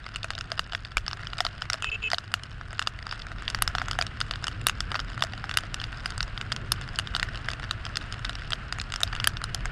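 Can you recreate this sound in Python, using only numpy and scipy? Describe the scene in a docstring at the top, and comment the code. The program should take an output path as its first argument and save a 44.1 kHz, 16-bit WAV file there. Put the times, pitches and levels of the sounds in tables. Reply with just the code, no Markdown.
"""A low throb and a wind boom with a muffled rush surround a hard plastic camera housing
on a motorcycle in rain; the bed is coloured noise. Heavy drops smack the housing close to the
microphone inside and ring its modes, a short mid-to-treble hiss swelling and fading with each,
and finer drops fall at random between them. The horn is tapped three times: uneven blows ring
its disc and shell. The input stage overloads on the hardest drops."""
import sys
import numpy as np
from scipy import signal
from scipy.fft import rfft, irfft, next_fast_len
from scipy.io import wavfile

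SR = 44100
rng = np.random.default_rng(int(sys.argv[2]) if len(sys.argv) > 2 else 0)


def generate_wav(signal):
    """Clip the signal to [-1, 1] and save it as 16-bit WAV at the path in sys.argv[1]."""
    frames = np.transpose(np.atleast_2d(signal))
    scaled = np.clip(frames, -1, 1) * 32767
    pcm = np.round(scaled).astype(np.int16)
    wavfile.write(sys.argv[1], SR, pcm)


N = 428211   # samples, about 9.7 s

# Heavy drops on the housing. Each row: landing time in seconds, then the level in dB (rms over 10 ms)
# of the hollow knock, the body, the shell and the snap, then the strongest shell ring in Hz.
HEAVY_DROPS = [(0.1595, -59, -38, -30.5, -43, 2840), (0.231, -52, -52, -35, -52, 3570),
               (0.244, -40, -32, -36.5, -45, 2510), (0.3047, -61, -31, -33, -46, 2900),
               (0.3514, -47, -53, -37.5, -71, 3790), (0.3794, -51, -37, -38.5, -64, 2980),
               (0.3878, -55, -43, -39, -49, 4870), (0.4097, -59, -36, -33.5, -49.5, 2800),
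               (0.5179, -34, -31.5, -30, -52, 4960), (0.5933, -46, -25, -25, -42, 2830),
               (0.7224, -47, -39, -36.5, -61, 3020), (0.7333, -42, -37, -38, -60, 2900),
               (0.7493, -46, -27.5, -30, -61, 3400), (0.8494, -61, -46, -38, -64, 3570),
               (0.97, -38.5, -22.5, -20.5, -34, 2330), (0.9801, -58, -35.5, -32, -58, 2800),
               (1.08, -53, -34, -28.5, -68, 5310), (1.1122, -62, -39, -39, -67, 2900),
               (1.131, -53, -35.5, -34.5, -65, 4500), (1.27, -68, -38.5, -35, -80, 3300),
               (1.3324, -50, -35.5, -36.5, -61, 2880), (1.383, -60, -49, -35.5, -47, 3840),
               (1.387, -45, -37, -37, -63, 2454), (1.405, -28, -25, -24, -40.5, 5120),
               (1.4504, -35, -31.5, -28.5, -46, 4550), (1.4655, -47, -32, -28.5, -60, 3980),
               (1.6202, -46, -31.5, -31.5, -53, 3030), (1.7, -42, -27, -28.5, -39, 4820),
               (1.732, -51, -33.5, -26, -38, 5300), (1.7414, -38, -32.5, -36, -53, 3960),
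               (1.8234, -59, -34, -33, -41, 2840), (1.844, -66, -30, -29.5, -46, 2670),
               (2.102, -68, -38, -39, -46, 3100), (2.1163, -47, -30, -28.5, -48, 4670),
               (2.1324, -25, -25.5, -29, -43, 4930), (2.1445, -46, -37, -28, -58, 3820),
               (2.1833, -53, -32, -30, -49, 3750), (2.3398, -42, -23.5, -23, -36.5, 2860),
               (2.435, -70, -48, -39, -49, 5240), (2.7937, -54, -26, -27, -39.5, 2830),
               (2.817, -57, -33, -41, -59, 2830), (2.824, -54, -37, -35, -47, 2780),
               (2.8727, -54, -27, -24, -40, 2860), (3.1117, -65, -42, -34, -73, 3570),
               (3.2189, -61, -55, -39, -64, 3500), (3.317, -46, -38, -48, -64, 2600),
               (3.4225, -63, -38, -52, -54, 3360), (3.4791, -49, -34.5, -26.5, -60, 3490),
               (3.501, -69, -40, -35, -42, 5140), (3.547, -48, -26, -28.5, -68, 4590),
               (3.6218, -44, -20.5, -22.5, -21.5, 2860), (3.677, -55, -27.5, -25, -38.5, 5200),
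               (3.751, -33.5, -25.5, -31, -66, 3000), (3.7833, -57, -28.5, -31.5, -58, 3470),
               (3.8165, -35, -27.5, -41, -77, 3530), (3.8838, -59, -32, -41, -43, 3370),
               (3.912, -63, -31.5, -29, -41, 5200), (3.9315, -68, -36, -38, -58, 3550),
               (3.9533, -66, -39, -60, -84, 2760), (3.9887, -28, -25, -31, -40, 3050),
               (4.0122, -37, -28.5, -25.5, -46, 4940), (4.0234, -41, -34, -30.5, -39.5, 2400),
               (4.0666, -47, -42, -35.5, -49, 3820), (4.2038, -60, -36, -34, -40.5, 2780),
               (4.2128, -51, -27, -26.5, -49, 3700), (4.3104, -43, -31.5, -29.5, -45.5, 3550),
               (4.3574, -67, -39, -39.5, -55, 3520), (4.4417, -54, -32.5, -32, -42, 5100),
               (4.469, -57, -33, -32.5, -41, 2970), (4.4811, -66, -33, -29.5, -41, 2860),
               (4.6679, -47, -18.5, -17, -21.5, 2820), (4.6852, -58, -35, -30, -35, 2820),
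               (4.696, -62, -27.5, -27, -36, 2740), (4.805, -53, -31.5, -28, -40, 5260),
               (4.9168, -64, -31, -33.5, -54, 3700), (4.9439, -41, -29, -40, -74, 3660),
               (4.9538, -39, -28, -32, -63, 2600), (4.959, -56, -34, -33.5, -60, 3230),
               (4.9929, -54, -31, -35.5, -66, 4720), (5.0009, -50, -42, -34, -50, 3850),
               (5.2075, -44, -48, -41, -56, 3780), (5.2231, -52, -22, -22, -47, 3460),
               (5.237, -32, -36, -31.5, -38, 3680), (5.2482, -64, -39, -50, -51, 2700),
               (5.4411, -41, -32, -44.5, -66, 5100), (5.4937, -55, -33, -34.5, -52, 2760),
               (5.5123, -54, -33.5, -34, -54, 2820), (5.54, -60, -38, -37, -50, 4560),
               (5.5719, -44, -22, -19.5, -26.5, 2850), (5.5862, -47, -34, -32, -44, 3140),
               (5.7431, -60, -36, -31.5, -37.5, 2830), (5.8, -58, -42, -35.5, -67, 3060),
               (5.8152, -65, -40, -37, -54, 2890), (5.8399, -59, -40, -32.5, -63, 3500),
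               (6.0586, -46, -29.5, -29, -43, 4960), (6.1045, -64, -41, -40, -45, 5120),
               (6.1789, -55, -36, -38, -40.5, 4890), (6.2053, -50, -29, -28, -57, 4600),
               (6.2285, -53, -38, -31.5, -44, 5760), (6.3764, -52, -37, -34.5, -70, 3630),
               (6.4122, -56, -34.5, -33.5, -49, 2910), (6.5194, -43, -29, -29.5, -40, 3140),
               (6.5242, -57, -38, -29.5, -46, 4900), (6.563, -59, -38.5, -35, -45.5, 4480),
               (6.7195, -44, -26.5, -20.5, -24.5, 5130), (6.9582, -66, -57, -38, -51, 5020),
               (6.9879, -60, -28, -25, -35, 2830), (6.9963, -45, -34, -31, -42, 2870),
               (7.0727, -67, -41, -36, -57, 3100), (7.1406, -56, -37, -57, -68, 3040),
               (7.1498, -39, -31.5, -25.5, -60, 3580), (7.1643, -52, -30, -30, -42.5, 2930),
               (7.1972, -45, -31, -31, -47, 3550), (7.2288, -45, -24, -28, -46, 2830),
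               (7.3571, -55, -44, -39, -58, 2960), (7.486, -42, -26, -34.5, -53, 5100),
               (7.5026, -49, -42, -37, -58, 3000), (7.5149, -52, -39, -39, -46, 4700),
               (7.534, -45, -42, -36, -50, 2680), (7.7103, -49, -29, -26, -40.5, 2800),
               (7.8523, -55, -41, -35, -49, 2760), (7.865, -56, -37, -37.5, -72, 2930),
               (7.957, -56, -39, -32, -55, 3600), (7.9702, -59, -31.5, -27, -37, 4930),
               (8.1244, -54, -40, -36, -46.5, 4650), (8.2467, -60, -34.5, -42, -52, 2480),
               (8.25, -59, -35, -30.5, -49, 4610), (8.2944, -44, -34, -33.5, -48, 3830),
               (8.3535, -49, -45, -37, -57, 3850), (8.5052, -64, -37, -39, -43.5, 4660),
               (8.5209, -44, -37, -30, -54, 2740), (8.5321, -43, -29, -25.5, -63, 3150),
               (8.725, -48, -30, -30.5, -43, 4900), (8.7855, -65, -35, -45, -46.5, 2850),
               (8.7989, -67, -56, -32, -62.5, 3740), (8.8145, -63, -38.5, -36, -41, 4930),
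               (8.9216, -60, -37, -34.5, -42, 2900), (8.939, -48, -33.5, -33, -42, 2820),
               (8.96, -68, -36, -31.5, -42, 5300), (9.0049, -44, -37.5, -43, -43, 2950),
               (9.0152, -69, -34, -52, -44, 2980), (9.0328, -35, -30, -18.5, -31, 3730),
               (9.076, -68, -55.5, -39.5, -68, 4760), (9.128, -74, -38, -37.5, -61, 4750),
               (9.151, -63, -40, -36.5, -48, 2820), (9.163, -60, -38, -40, -56, 3580),
               (9.2002, -66, -33.5, -29.5, -65, 3500), (9.2427, -54, -28.5, -25, -35, 2930),
               (9.2724, -41, -18, -18.5, -21, 3164), (9.3696, -62, -39, -34.5, -65, 3610),
               (9.4401, -66, -31.5, -32, -38, 5060), (9.5463, -42, -37, -29, -33, 5160),
               (9.6558, -41, -31, -41, -40.5, 3200)]


def from_db(db):
    """Decibels to amplitude gain."""
    return 10 ** (np.asarray(db) / 20)


def rms_one(x):
    """Scale to unit rms."""
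    return x / np.sqrt(np.mean(x ** 2) + 1e-20)


def drift(rate_hz):
    """Slow random wandering: noise twice through a one-pole low-pass at rate_hz, brought to unit rms."""
    step = 40   # samples between drawn points
    pole = np.exp(-2 * np.pi * rate_hz * step / SR)
    noise = rng.standard_normal(N // step + 2002)
    slow = signal.lfilter([1], [1, -2 * pole, pole ** 2], noise)[2000:]   # the filter has settled
    return np.interp(np.arange(N) / step, np.arange(len(slow)), rms_one(slow))


def rms_10ms_one(sounds):
    """Scale each short sound so that its energy, spread over 10 ms, has unit rms."""
    return sounds / np.sqrt(np.sum(sounds ** 2, axis=-1, keepdims=True) / (SR / 100))


def squeezed_air(size, phase):
    """Air trapped under a hard drop squeaks upward in pitch as it is squeezed out."""
    first_hz, last_hz, duration_s = 7500, 12940, 0.00256
    through = np.minimum(np.arange(size) / SR / duration_s, 1)
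    pitch_hz = first_hz * (last_hz / first_hz) ** through
    swell = np.sin(np.pi * through)
    return rms_10ms_one(swell * np.sin(2 * np.pi * np.cumsum(pitch_hz) / SR + phase))


def strike_housing(at, parts_db, ring_hz, size=1600):
    """Each drop strikes every mode with its own strength and phase; the water film detunes them a little."""
    # Modes of the plastic housing. Each row: frequency in Hz, relative level in dB, 60 dB decay in seconds.
    modes = [(694.4, -18, 0.035), (1341, 1.5, 0.0085), (1507, -1, 0.011), (1857, -3.5, 0.0098),
             (2868, -0.5, 0.011), (3550, 0.5, 0.0082), (4574, -2.5, 0.01), (5100, -1.5, 0.01),
             (6475, -4, 0.012), (7280, 9, 0.0027), (8810, 0.5, 0.0049), (10330, -16.5, 0.0024),
             (12200, -24, 0.0038), (14100, -28, .003)]
    # Edges in Hz between knock, body, shell and snap.
    part_edges_hz = [900, 2300, 6100]
    rise_s, detune, scatter_db = 0.00019, 0.052, 2.5   # detune is a fraction of the mode's frequency
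    favour_db_per_octave = 7.5
    squeak_from_db, squeak_slope = -29.5, 1.87   # snap level where the squeak takes over; dB gained per dB

    t = np.arange(size) / SR
    chance = rng.standard_normal((len(at), len(modes), 2))
    phase = 2 * np.pi * rng.random((len(at), len(modes)))
    parts = np.zeros((len(part_edges_hz) + 1, len(at), size))
    rise = (1 - np.exp(-t / rise_s)) ** 2   # the drop flattens over a fraction of a millisecond
    distance = np.abs(np.log(ring_hz[:, None] / np.array(modes)[:, 0]))
    nearest = np.argmin(distance, axis=1)   # this mode is tuned to the drop's strongest ring
    for k, (hz, level_db, t60) in enumerate(modes):
        part = np.searchsorted(part_edges_hz, hz)
        pitch = np.where(nearest == k, ring_hz, hz * (1 + detune * chance[:, k, 0]))
        # the landing spot favours one shell mode
        spot_db = -favour_db_per_octave * np.abs(np.log2(pitch / ring_hz)) * (part == 2)
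        gain = from_db(level_db + spot_db + scatter_db * chance[:, k, 1])
        decay = from_db(-60 * t / t60)
        ring = np.sin(2 * np.pi * pitch[:, None] * t + phase[:, k, None])
        parts[part] += gain[:, None] * rise * decay * ring
    parts = rms_10ms_one(parts)

    # the louder the snap, the more of its power is squeak
    ringing_to_squeak = from_db(squeak_slope * (squeak_from_db - parts_db[-1])) ** 2
    share = 1 / (1 + ringing_to_squeak)[:, None]
    squeak = squeezed_air(size, phase[:, :1])
    parts[-1] = np.sqrt(1 - share) * parts[-1] + np.sqrt(share) * squeak

    ticks = np.sum(parts * from_db(parts_db)[..., None], axis=0)
    places = at[:, None] + np.arange(size)
    return np.bincount(places.ravel(), ticks.ravel(), N + size)[:N]


def hiss_after(ticks):
    """A short mid-to-treble hiss that swells and fades with each drop, following its strength."""
    # Lower and upper edge of the hiss in Hz.
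    band_hz = [2900, 6900]
    level_db, smoothing_s = -22, 0.0055   # level relative to the drop's strength
    pole = np.exp(-1 / (smoothing_s * SR))
    strength = np.sqrt(signal.lfilter([1 - pole], [1, -pole], ticks ** 2 + 1e-18))
    band = signal.butter(2, band_hz, "band", fs=SR, output="sos")
    hiss = signal.sosfilt(band, rng.standard_normal(N))
    return from_db(level_db) * strength * rms_one(hiss)


def heavy_drops():
    """Heavy drops ring the housing where they land, each with a short hiss."""
    s, *parts_db, ring_hz = np.transpose(HEAVY_DROPS)
    ticks = strike_housing(np.round(s * SR).astype(int), parts_db, ring_hz)
    stiff_shell = signal.butter(2, 454, "high", fs=SR, output="sos")   # small and stiff: little bass
    ticks = signal.sosfilt(stiff_shell, ticks)
    return ticks + hiss_after(ticks)


def drizzle():
    """Small drops strike the housing at random, mostly faint, some duller and some brighter."""
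    # Level in dB of the faintest drops, before the scatter in colour: knock, body, shell, snap.
    faintest_db = (-72, -59, -61.5, -77.5)
    drops_per_s, size_spread_db = 95, 4.5   # the rate wanders around this figure
    chance_per_sample = drops_per_s * from_db(4 * drift(5.0)) / SR
    at = np.flatnonzero(rng.random(N) < chance_per_sample)
    size_db = size_spread_db * np.minimum(rng.exponential(1, len(at)), 4)
    colour_db = 4 * rng.standard_normal((len(at), len(faintest_db))).T
    # shell rings are drawn from those of the heavy drops
    ring_hz = np.array(HEAVY_DROPS)[rng.integers(0, len(HEAVY_DROPS), len(at)), -1]
    return strike_housing(at, np.add.outer(faintest_db, size_db) + colour_db, ring_hz, size=600)


def resonance(x, hz, width_hz):
    """Two-pole resonance with a peak gain of 1."""
    pole = np.exp(-np.pi * width_hz / SR)
    feedback = [1, -2 * pole * np.cos(2 * np.pi * hz / SR), pole ** 2]
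    return signal.lfilter(np.array([1, 0, -1]) * (1 - pole ** 2) / 2, feedback, x + 1e-18)


def horn():
    """The armature hits the pole piece once a cycle, unevenly; the disc rings and throbs."""
    # Horn taps; the buzz sags as the diaphragm swings up. Each row: start in seconds, end in seconds,
    # first buzz in Hz, last buzz in Hz, level in dB of each overtone ahead of the disc and shell.
    taps = [(1.829, 1.891, 439, 423, -33), (1.915, 1.959, 438, 436, -31.5), (2.021, 2.086, 444, 430, -29)]
    # Resonances of disc and shell. Each row: frequency in Hz, width in Hz of each of two passes, gain in dB.
    disc_and_shell = [(430, 120, -18), (2230, 190, -12), (2623, 160, 8), (2980, 200, -1),
                      (6950, 420, -22.5)]
    jitter, throb_hz, throb_db, flutter_db = 0.029, 43.7, -1.5, 3.5   # jitter is a fraction of a cycle

    t, blows = np.arange(N) / SR, np.zeros(N)
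    for start, end, first_hz, last_hz, level_db in taps:
        cycles = round((end - start) * (first_hz + last_hz) / 2)
        buzz_hz = np.linspace(first_hz, last_hz, cycles)
        unevenness = jitter / buzz_hz * rng.standard_normal(cycles)
        at_s = start + np.cumsum(1 / buzz_hz) + unevenness - 1 / first_hz
        # pulse height that gives each overtone the tap's rms
        height = np.sqrt(SR ** 2 / 2) / buzz_hz / 2 * from_db(level_db)
        blows[np.round(at_s * SR).astype(int)] = height
    throb = throb_db * np.sin(2 * np.pi * throb_hz * t)
    blows *= from_db(throb + flutter_db * drift(90.0))

    out = np.zeros(N)
    for hz, width_hz, gain_db in disc_and_shell:
        once = resonance(blows, hz, width_hz)
        out += from_db(gain_db) * resonance(once, hz, width_hz)
    return out


def patchy_noise(spectrum, patchy_db, rate_hz):
    """Noise of the given colour; each octave swells partly with the others, partly alone; rms 1."""
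    size = next_fast_len(N)
    hz = np.maximum(np.arange(size // 2 + 1) * SR / size, 1)
    table_hz, table_db = np.array(spectrum).T
    colour_db = np.interp(np.log(hz), np.log(table_hz), table_db)
    coloured = from_db(colour_db) * rfft(rng.standard_normal(size))
    out, together = 0, drift(rate_hz)
    for octave in np.arange(np.floor(np.log2(table_hz[0])), np.log2(table_hz[-1]) + 1):
        share = np.clip(1 - np.abs(np.log2(hz) - octave), 0, 1)   # overlapping bands that sum to one
        swell = from_db(patchy_db * (.5 * together + drift(rate_hz)))
        out = out + swell * irfft(coloured * share, size)[:N]
    return rms_one(out)


def throb_and_wind():
    """A low throb, probably the engine through the frame, a wind boom, and a rush through the housing wall."""
    # The bed over time. Each row: time in seconds, then the level in dB of low throb, wind boom and rush.
    bed_levels = [(0.0, -46, -47, -51), (0.51, -41.5, -42.5, -49.5), (0.89, -51.5, -47.5, -52.5),
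                  (0.97, -35.5, -46, -50), (1.13, -45.5, -43, -48), (2.0, -41, -45, -48),
                  (2.19, -49.5, -45, -49), (2.73, -44.5, -45.5, -50.5), (3.84, -38.5, -39, -44),
                  (4.22, -43, -39, -47), (6.38, -39, -41, -45), (6.49, -43, -36, -46.5),
                  (6.92, -39, -38.5, -44.5), (8.98, -41, -41, -45.5), (9.22, -30, -36, -42),
                  (9.27, -43, -38, -46), (9.71, -33.5, -37.5, -43.5)]
    # A low throb near 41 Hz, probably the engine through the frame, and a wind boom near 105 Hz.
    # Each row: frequency in Hz, relative dB per Hz.
    low_spectrum = [(7, -25), (14, -9.5), (30, -8), (41, 0), (55, -8.5), (75, -5.5), (105, -2), (125, -6.5),
                    (165, -14.5), (270, -22), (480, -29), (780, -47)]
    # Rush through the housing wall. Each row: frequency in Hz, relative dB per Hz.
    rush_spectrum = [(250, -19), (420, -16.5), (672, -3), (875, -9), (1460, 3.5), (2270, -7.5), (2830, -5),
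                     (3500, -14), (5200, -19), (5800, -28.5), (9200, -32), (10500, -53), (15000, -73)]

    s, *levels_db = np.transpose(bed_levels)
    throb, boom, rush = [from_db(np.interp(np.arange(N) / SR, s, db)) for db in levels_db]
    rumble = patchy_noise(low_spectrum, patchy_db=0.86, rate_hz=4.7)
    size = 2 ** 19
    below_62_hz = np.arange(size // 2 + 1) * SR / size < 62   # splits throb from boom
    low = irfft(rfft(rumble, size) * below_62_hz)[:N]
    throb_and_boom = throb * rms_one(low) + boom * rms_one(rumble - low)
    return throb_and_boom + rush * patchy_noise(rush_spectrum, patchy_db=1.7, rate_hz=37.0)


def scene():
    """Everything reaches one microphone inside the housing."""
    return (throb_and_wind() + horn() + heavy_drops() + drizzle())[None]


def record(dry):
    """The input stage overloads softly on the hardest drops; the treble is cut 70 dB from 16.4 kHz up."""
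    limit, knee = .42, 4   # full-scale amplitude; a higher knee bends more sharply
    clipped = dry / (1 + np.abs(dry / limit) ** knee) ** (1 / knee)
    return signal.sosfilt(signal.cheby2(12, 70, 16400, fs=SR, output="sos"), clipped)


dry = scene()
out = record(dry)
generate_wav(out)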